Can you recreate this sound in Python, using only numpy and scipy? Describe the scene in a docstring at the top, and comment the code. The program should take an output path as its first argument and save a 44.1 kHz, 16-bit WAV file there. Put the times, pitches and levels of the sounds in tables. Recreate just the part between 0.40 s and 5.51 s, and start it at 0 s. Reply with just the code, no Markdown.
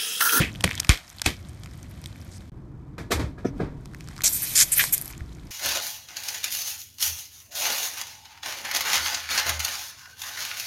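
"""Grit and foil tick as a car tyre rolls slowly over sauce sachets on wet asphalt; the sachets burst and splat.
After a cut the car jolts into motion and squeezes a pierced foam-filled tube, which crackles, then sprays jets
that spit and choke. Low outdoor rumble and a fine wet hiss lie under both scenes.
Rumble, hiss, splats and jets are shaped noise; ticks are short rings with snaps; thumps are falling sines;
jolts, and a last faint low thud, ring a set of car-body modes and add a noise scrape."""
import sys
import numpy as np
from scipy import signal
from scipy.fft import rfft, irfft
from scipy.io import wavfile
from scipy.ndimage import uniform_filter1d

SR = 44100
rng = np.random.default_rng(int(sys.argv[2]) if len(sys.argv) > 2 else 0)


def materialize(psi):
    """Save the field psi as 16-bit PCM at rate SR to the path in sys.argv[1].

    A 1-D psi becomes a single channel; in a 2-D psi each row is a channel.
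    """
    bounded = np.clip(np.atleast_2d(psi).T, -1, 1)
    quanta = np.round(bounded * 32767).astype(np.int16)
    wavfile.write(sys.argv[1], SR, quanta)


N = 225212

# near-silent join between the two scenes: start_s, end_s
CUT_S = (2.098, 2.119)


def amp(db):
    """Decibels to gain."""
    return 10 ** (np.asarray(db) / 20)


def evened(x):
    """Scales to rms 1."""
    return x / np.sqrt(np.mean(x ** 2) + 1e-20)


def read(points, hz):
    """Interpolates a spectrum table on a log-frequency axis."""
    f, value = np.transpose(points)
    return np.interp(np.log(hz + 1), np.log(f + 1), value)


def curve(rows, column=1):
    """One column of a time table at every sample."""
    rows = np.array(rows)
    return np.interp(np.arange(N) / SR, rows[:, 0], rows[:, column])


def add(mix, start_s, sound):
    """Mixes a sound in at start_s, cut off at the end of the mix."""
    part = mix[max(round(start_s * SR), 0):][:len(sound)]
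    part += sound[:len(part)]


def octaves(hz, from_hz):
    """Signed distance in octaves."""
    return np.log2((hz + 1) / from_hz)


def coloured(x, shape_db):
    """Filters x by a function of frequency in dB, to rms 1."""
    hz = np.fft.rfftfreq(len(x), 1 / SR)
    return evened(irfft(rfft(x) * amp(shape_db(hz)), len(x)))


def grains(size, grainy_db, clump=30):
    """Dense tiny impacts whose strength comes in short clumps (clump in samples)."""
    clumps = uniform_filter1d(rng.standard_normal(size), clump)
    clumps = evened(uniform_filter1d(clumps, clump))
    return rng.standard_normal(size) * amp(grainy_db * np.clip(clumps, -3, 1.6))


def tread_db():
    """Level of the wet tread at every sample; it starts afresh after the cut."""
    # wet rolling hiss, a list of parts: time_s, level_db
    tread_parts = [
        [(0.0, -44), (0.13, -54), (0.41, -46.5), (0.58, -51), (0.98, -56.5), (1.89, -55), (2.1, -59)],
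        [(2.12, -70.5), (2.758, -71), (3.13, -67), (3.19, -56), (3.288, -69), (3.76, -52.5)],
        [(4.72, -50), (4.828, -58), (5.1, -58)],
    ]
    return curve([row for part in tread_parts for row in part])


def air():
    """Outdoor rumble of each scene and fine hiss of the wet tread, both shaped noise, parted by the cut."""
    # outdoor air by the sachets: freq_hz, relative_db_per_hz
    sachets_air = [(15, -42.5), (25, -15.5), (86, -2), (248, -15.5), (362, -19.5), (388, -31), (528, -27),
                   (1500, -43), (1950, -71.5), (3300, -120)]
    # outdoor air by the tube: freq_hz, relative_db_per_hz
    tube_air = [(15, -48), (25, -2.5), (98, -5.5), (146, -2), (245, -16), (300, -11.5), (525, -29),
                (1060, -31.5), (3000, -52), (3900, -97), (6600, -120)]
    # rumble: time_s, level_db
    rumble_level = [(0.0, -37.5), (0.41, -39), (0.58, -56.5), (0.85, -48.5), (1.04, -41), (3.07, -41.5),
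                    (3.19, -34.5), (3.35, -40.5), (4.4, -44.5), (5.1, -41)]
    # wet tread hiss: freq_hz, relative_db_per_hz
    tread_colour = [(410, -18.5), (700, -2), (1030, -4), (2110, -4), (6440, -12), (14000, -21)]
    t = np.arange(N) / SR

    def outdoor(spectrum):
        """Noise in one air spectrum, falling a further 12 dB per octave below 44 Hz."""
        return coloured(rng.standard_normal(N),
                        lambda hz: read(spectrum, hz) + 12 * np.minimum(octaves(hz, 44), 0))

    first, second = outdoor(sachets_air), outdoor(tube_air)
    rumble = np.where(t < CUT_S[1], first, second) * amp(curve(rumble_level))
    hiss = coloured(grains(N, grainy_db=2.0, clump=150), lambda hz: read(tread_colour, hz))
    hiss *= amp(tread_db())
    in_cut = (t > CUT_S[0]) & (t < CUT_S[1])
    join = uniform_filter1d(np.where(in_cut, .03, 1.), size=60)
    return (rumble + hiss) * join


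def tick(level_db, hz, snap):
    """A brief ring and a broad snap with its echo off the road, in a short scatter that swells first."""
    t = np.arange(500) / SR - .0008
    after = np.maximum(t, 0)
    swing = after / (0.00015 + 0.47 / hz)  # small stiff bits ring for more cycles
    ring = np.sin(2 * np.pi * hz * t) * (swing * np.exp(1 - swing)) ** 1.12

    def pulse(u):
        """Pulse with a negative dip on each side."""
        return (1 - u ** 2) * np.exp(-u ** 2 / 2)

    direct = pulse((t - .0001) / .00004)
    echo = -.5 * pulse((t - .0004) / .00006)
    resonance = [1, -1.5 * np.cos(2 * np.pi * hz / SR), 0.7 ** 2]
    scatter = evened(signal.lfilter([1, -.7], resonance, rng.standard_normal(len(t))))
    scatter *= 0.22 * np.exp(-after / 0.002 + np.minimum(t, 0) / 0.00026)
    snap = np.clip(snap, 0, 1)
    sound = (1 - snap) * ring + snap * (direct + echo) + scatter
    # too small to move low air
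    return amp(level_db) * signal.lfilter(*signal.butter(2, 750, "high", fs=SR), sound)


def crackle():
    """Random faint ticks, about 130 per second, at eight pitches; they follow the tread level."""
    strength = amp(6.4 * np.minimum(rng.exponential(1, N), 2.5))
    strength = strength * (rng.random(N) < 130 / SR)
    which, out = rng.integers(0, 8, N), np.zeros(N)
    for k, hz in enumerate(np.geomspace(1800, 11000, num=8)):
        out += signal.oaconvolve(strength * (which == k), tick(0, hz, 0.26))[:N]
    t = np.arange(N) / SR
    working = (t < CUT_S[0]) | (t > 3.4)
    return out * amp(tread_db() + 3.5) * working


def jolt(boom_db, near_hz, spread_octaves, scrape_db, rise_s, dull_db):
    """A rough noise scrape; body modes near the struck pitch ring, the low ones swelling slowly."""
    # modes of the car body: nominal_hz, relative_db, t60_s
    body_modes = [(61.3, -3, 0.91), (77.4, 8.5, 0.31), (108.4, 3, 0.28), (150.4, 2, 0.24),
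                  (202.3, -1.5, 0.24), (263.6, -9, 0.6), (292, -16, 0.67), (373.5, -4, 0.16),
                  (464, -8.5, 0.27), (602, -16.5, 0.46), (693, -8.5, 0.17), (950, -20, 0.65),
                  (1264, -10, 0.24), (1430, -11, 0.24), (1676, -6, 0.3)]
    # scrape: freq_hz, relative_db_per_hz
    scrape_colour = [(180, -41), (300, -1), (649, -8.5), (1320, -8), (2400, -9), (2990, -13.5),
                     (4060, -12.5), (14000, -26)]
    t = np.arange(SR // 2) / SR
    boom = np.zeros(len(t))
    for (hz, db, t60_s), (detune, phase) in zip(body_modes, rng.random((len(body_modes), 2))):
        swell = np.clip(t / (0.34 * rise_s + 2.56 / hz), 0, 1) ** 2  # a few cycles to build
        struck_db = db - 6 * (octaves(hz, near_hz) / spread_octaves) ** 2
        mode = np.sin(2 * np.pi * (hz * (.97 + 0.0608 * detune) * t + phase))
        boom += amp(struck_db - 60 * t / t60_s) * swell * mode
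    wobble = uniform_filter1d(rng.standard_normal(len(t)), size=300)
    rattle = amp(3.9 * evened(uniform_filter1d(wobble, size=300)))
    scrape = coloured(grains(len(t), grainy_db=0.5, clump=80),
                      lambda f: read(scrape_colour, f) - dull_db * octaves(f, 1000))
    scrape_t60_s = 0.19 + 0.0282 * dull_db  # a duller scrape lasts longer
    fade_db = scrape_db - 60 * np.maximum(t - rise_s, 0) / scrape_t60_s
    scrape *= np.clip(t / rise_s, 0, 1) ** 2 * amp(fade_db)
    return amp(boom_db) * boom * rattle + scrape


def burst(crack_db, tear_s, splat_db, thump_db, shake_db):
    """The seam tears, sauce splats out, and the tyre drops with a thump of falling pitch and shakes on."""
    # tearing seam: freq_hz, relative_db_per_hz
    crack_colour = [(290, -44), (500, -6.5), (3470, -11.5), (7370, -13.5), (9480, -11.5), (14000, -28)]
    # splatting sauce: freq_hz, relative_db_per_hz
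    splat_colour = [(180, -32), (300, -14.5), (544, -19), (1450, -14.5), (2200, -6), (3240, -10),
                    (9220, -23.5), (14000, -27.5)]
    splat_t60_s, shake_t60_s = 0.2, 0.18
    # a harder thump is lower and shorter
    thump_hz = 37 - 1.4 * thump_db
    thump_t60_s = 0.0907 - 0.0033 * thump_db
    t = np.arange(SR // 2) / SR

    tear = np.sin(np.pi * np.clip(t / tear_s, 0, 1) ** .6)
    crack = coloured(grains(len(t), grainy_db=3.0, clump=20), lambda f: read(crack_colour, f)) * tear
    splat = coloured(grains(len(t), grainy_db=2.0, clump=60), lambda f: read(splat_colour, f))
    splat *= amp(splat_db - 60 * t / splat_t60_s) * np.clip(t / tear_s, 0, 1)

    drop_s = np.maximum(t - .0014, 0)  # the tyre follows the tear
    falling_hz = thump_hz * (1 + 2.4 * np.exp(-drop_s / .007))  # the patch of rubber slackens
    turns = np.cumsum(falling_hz * (drop_s > 0)) / SR
    thump = amp(thump_db - 60 * t / thump_t60_s) * np.sin(2 * np.pi * turns)
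    thump *= np.clip(drop_s / 0.0017, 0, 1)

    shake = coloured(rng.standard_normal(len(t)), lambda f: -3.5 * octaves(f, 120) ** 2)
    shake *= amp(shake_db - 60 * t / shake_t60_s) * np.clip(t / 0.0051, 0, 1)
    return amp(crack_db) * crack + splat + thump + shake


def jets():
    """Foam hisses from many holes; the balance of fine (brighter) and wide (duller) jets drifts."""
    # steady jets: time_s, level_db, fine_over_wide_db
    jet_rows = [(3.836, -18.5, 0), (3.93, -26, 15), (4.14, -27.5, 2.5), (4.235, -25, 1), (4.26, -31.5, 6.5),
                (4.31, -34, 3), (4.42, -22, -4.5), (4.52, -36.5, 7), (4.57, -31.5, 3.3), (4.63, -41.5, 18),
                (4.71, -40, 10.5), (4.74, -76, 10)]
    # foam hiss: freq_hz, relative_db_per_hz
    jet_colour = [(350, -34.5), (600, -23.5), (1410, -23.5), (2430, -7.5), (2960, -9.5), (6780, -4),
                  (7940, -4), (14000, -1)]

    def hiss(tilt_db_per_octave):
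        """Grainy noise in the jet colour, tilted about 6 kHz."""
        return coloured(grains(N, grainy_db=1.5, clump=50),
                        lambda f: read(jet_colour, f) + tilt_db_per_octave * octaves(f, 6000))

    fine, wide = hiss(4.0), hiss(-4.0)
    balance = amp(curve(jet_rows, column=2))
    t = np.arange(N) / SR
    flowing = (t > jet_rows[0][0]) & (t < jet_rows[-1][0])
    blend = (balance * fine + wide) / np.sqrt(1 + balance ** 2)
    return blend * amp(curve(jet_rows)) * flowing


def spurt(length_s, start_db, end_db, hz, width_octaves, gurgle_db):
    """Spitting noise round the pitch of the hole, with a lower gurgle; it opens, flows and chokes."""
    opening_s, choking_t60_s = 0.0051, 0.043
    t = np.arange(round((length_s + .1) * SR)) / SR

    def hole(f):
        """Peak at the hole's pitch over a broad hiss."""
        distance = octaves(f, hz)
        return -np.minimum(6 * (distance / width_octaves) ** 2, 19 + 4.5 * abs(distance))

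    drive = grains(len(t), grainy_db=3, clump=22)
    gurgle = coloured(drive, lambda f: -6 * (octaves(f, 2050) / 0.55) ** 2)
    spit = coloured(drive, hole) + amp(gurgle_db) * gurgle
    flow_db = start_db + (end_db - start_db) * np.minimum(t / length_s, 1)
    flow_db -= 60 * np.maximum(t - length_s, 0) / choking_t60_s
    return spit * amp(flow_db) * np.clip(t / opening_s, 0, 1)


def sputter(x, patchy_db):
    """Holes widen and clog at random, so patches of pitch swell and sink."""
    z = signal.stft(x, nperseg=256, noverlap=192)[2]
    patches = rng.standard_normal(z.shape[::-1]).T
    patches = uniform_filter1d(patches, size=5, axis=0)  # across frequency
    patches = evened(uniform_filter1d(patches, size=24, axis=1))  # along time
    out = signal.istft(z * amp(patchy_db * patches), nperseg=256, noverlap=192)[1][:N]
    return out * np.std(x) / np.std(out)


def scene():
    """All sources close to one microphone on the road."""
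    # grit, foil and bubble ticks: start_s, level_db, ring_hz, snap_share (0-1)
    ticks = [(0.1501, -27, 2840, 0), (0.157, -25, 3130, 0.05), (0.2074, -14, 2860, 0.37),
             (0.2413, -0.5, 2560, 0.08), (0.2761, -13, 2050, 0), (0.2914, -16, 1890, 0.5),
             (0.3065, -24, 5500, 0.2), (0.311, -12.5, 2290, 0), (0.319, -20, 2600, 0),
             (0.3302, -20.5, 2190, 0.6), (0.341, -26, 3200, 0.2), (0.345, -25.5, 2050, 0.05),
             (0.3525, -16.5, 6630, 0.66), (0.377, -16, 3430, 0.3), (0.384, -26, 3000, 0.2),
             (0.3968, -14, 2290, 0.5), (0.4001, 0, 5350, 0.5), (0.4309, -26, 3160, 0),
             (0.4467, -13.5, 2570, 0.42), (0.4698, -24, 2440, 0.9), (0.5738, -18.5, 3360, 0.5),
             (0.7, -25, 5790, 0.46), (0.784, -27, 4280, 0), (0.796, -24, 3200, 0.15),
             (0.817, -4.5, 3480, 0.8), (0.8618, -3, 2490, 0.33), (1.2345, -25, 3320, 0.66),
             (1.259, -25, 2610, 0.57), (1.4284, -28, 6160, 0.33), (1.6402, -24, 3500, 0.7),
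             (1.6584, -20, 3600, 0.44), (3.4568, -27, 2220, 0.9), (3.535, -32.5, 1500, 0.47),
             (3.5462, -23.5, 1850, 0.52), (3.6071, -26, 2240, 0.64), (3.6742, -30, 1620, 0.9),
             (3.686, -23, 1510, 0.87), (3.7642, -29, 2170, 0.8), (3.7785, -23.5, 1520, 0.84),
             (3.79, -25, 1290, 0.35), (3.8067, -19, 2000, 0.37), (3.819, -14, 5100, 0.75),
             (4.021, -11, 11500, 0.2), (4.4389, -5, 2000, 0.83), (4.579, -9.5, 10700, 0.22),
             (4.6132, -13.5, 11300, 0.2), (4.621, -16, 11800, 0.2), (4.6463, -23, 12500, 0.2),
             (4.657, -19, 11000, 0.26), (4.6781, -17, 12600, 0.36), (4.7344, -30, 2440, 0.1),
             (4.778, -32, 7100, 0), (4.8062, -30.5, 1890, 0.04)]
    # jolts of the car, and a last faint low thud:
    # start_s, boom_db, near_hz, spread_octaves, scrape_db, rise_s, dullness_db_per_octave
    jolts_and_thud = [(2.58, -33, 353, 1.9, -35.5, 0.0015, 2), (2.701, -14.5, 447, 0.83, -20, .02, -0.7),
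                      (2.719, -22.5, 75, 0.8, -31.5, 0.052, 6.5), (2.789, -24, 129, 0.89, -29, 0.0078, 2.5),
                      (2.975, -43.5, 900, 1, -46.5, 0.011, 3), (3.043, -25, 317, 1.26, -42, 0.0062, 4),
                      (3.097, -13, 312, 0.099, -46, 0.033, 8.5), (3.191, -24, 248, 1.9, -30, 0.016, 6),
                      (4.775, -29, 62.6, 0.3, -51, 0.015, 3.5)]
    # bursting sachets: start_s, crack_db, tear_s, splat_db, thump_db, shake_db
    bursts = [(0.0, -40, 0.0012, -22, -15, -16), (0.239, -15, 0.0099, -28, -25, -19.5),
              (0.493, -3, .0015, -15.5, -1, -28), (0.86, -15, 0.01, -20.5, -20.5, -19)]
    # trapped air, sauce or foam spitting through a hole; the gurgle is in the gap under the tyre:
    # start_s, end_s, start_db, end_db, centre_hz, width_octaves, gurgle_db (relative)
    spurts = [(0.008, 0.103, -22.5, -46, 2380, 0.34, -8), (0.255, 0.386, -42, -48.5, 2780, 0.6, -6),
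              (0.835, 0.859, -48.5, -32, 3460, 1.1, -17.5), (1.912, 1.972, -52, -52.5, 6430, 0.58, -24),
              (3.047, 3.091, -48, -54, 5630, 0.18, -2), (3.837, 3.878, -21.5, -16.5, 6500, 0.5, -22.5),
              (3.923, 3.974, -24.5, -27, 11630, 0.81, -26.5),
              (4.019, 4.049, -23.5, -27, 11400, 0.44, -18.5), (4.151, 4.228, -18, -12.5, 7000, 0.8, -15.5),
              (4.316, 4.339, -18, -16, 9130, 0.4, -25.5), (4.341, 4.382, -37, -16, 12730, 0.5, -19),
              (4.379, 4.41, -12, -24, 13060, 0.3, -19), (4.391, 4.411, -26, -23.5, 4000, 0.96, 3),
              (4.416, 4.452, -28.5, -29.5, 11000, 1.3, -8), (4.523, 4.544, -14.5, -13.5, 12400, 0.8, -25)]
    mix = air() + crackle()
    for start_s, *row in ticks:
        add(mix, start_s, tick(*row))
    for start_s, *row in jolts_and_thud:
        add(mix, start_s, jolt(*row))
    for start_s, *row in bursts:
        add(mix, start_s, burst(*row))
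    wet = jets()
    for start_s, end_s, *row in spurts:
        add(wet, start_s, spurt(end_s - start_s, *row))
    return (mix + sputter(wet, patchy_db=1.73))[None]


def record(dry):
    """Dips of the microphone's place by the road, a soft ceiling, then a steep treble limit."""
    # dips: centre_hz, width_hz, depth_db
    notches = [(838, 28, -6.5), (2796, 180, -9), (10550, 340, -8)]
    hz = np.fft.rfftfreq(N, 1 / SR)
    dips_db = sum(db / (1 + (2 * (hz - f) / width) ** 2) for f, width, db in notches)
    heard = irfft(rfft(dry) * amp(dips_db), N)
    heard = .9 * np.tanh(heard / .9)  # keeps the highest peaks below full scale
    lowpass = signal.firwin(511, 14050, window=("kaiser", 9), fs=SR)  # cutoff in Hz
    return signal.oaconvolve(heard, lowpass[None], "same")


dry = scene()
out = record(dry)
materialize(out)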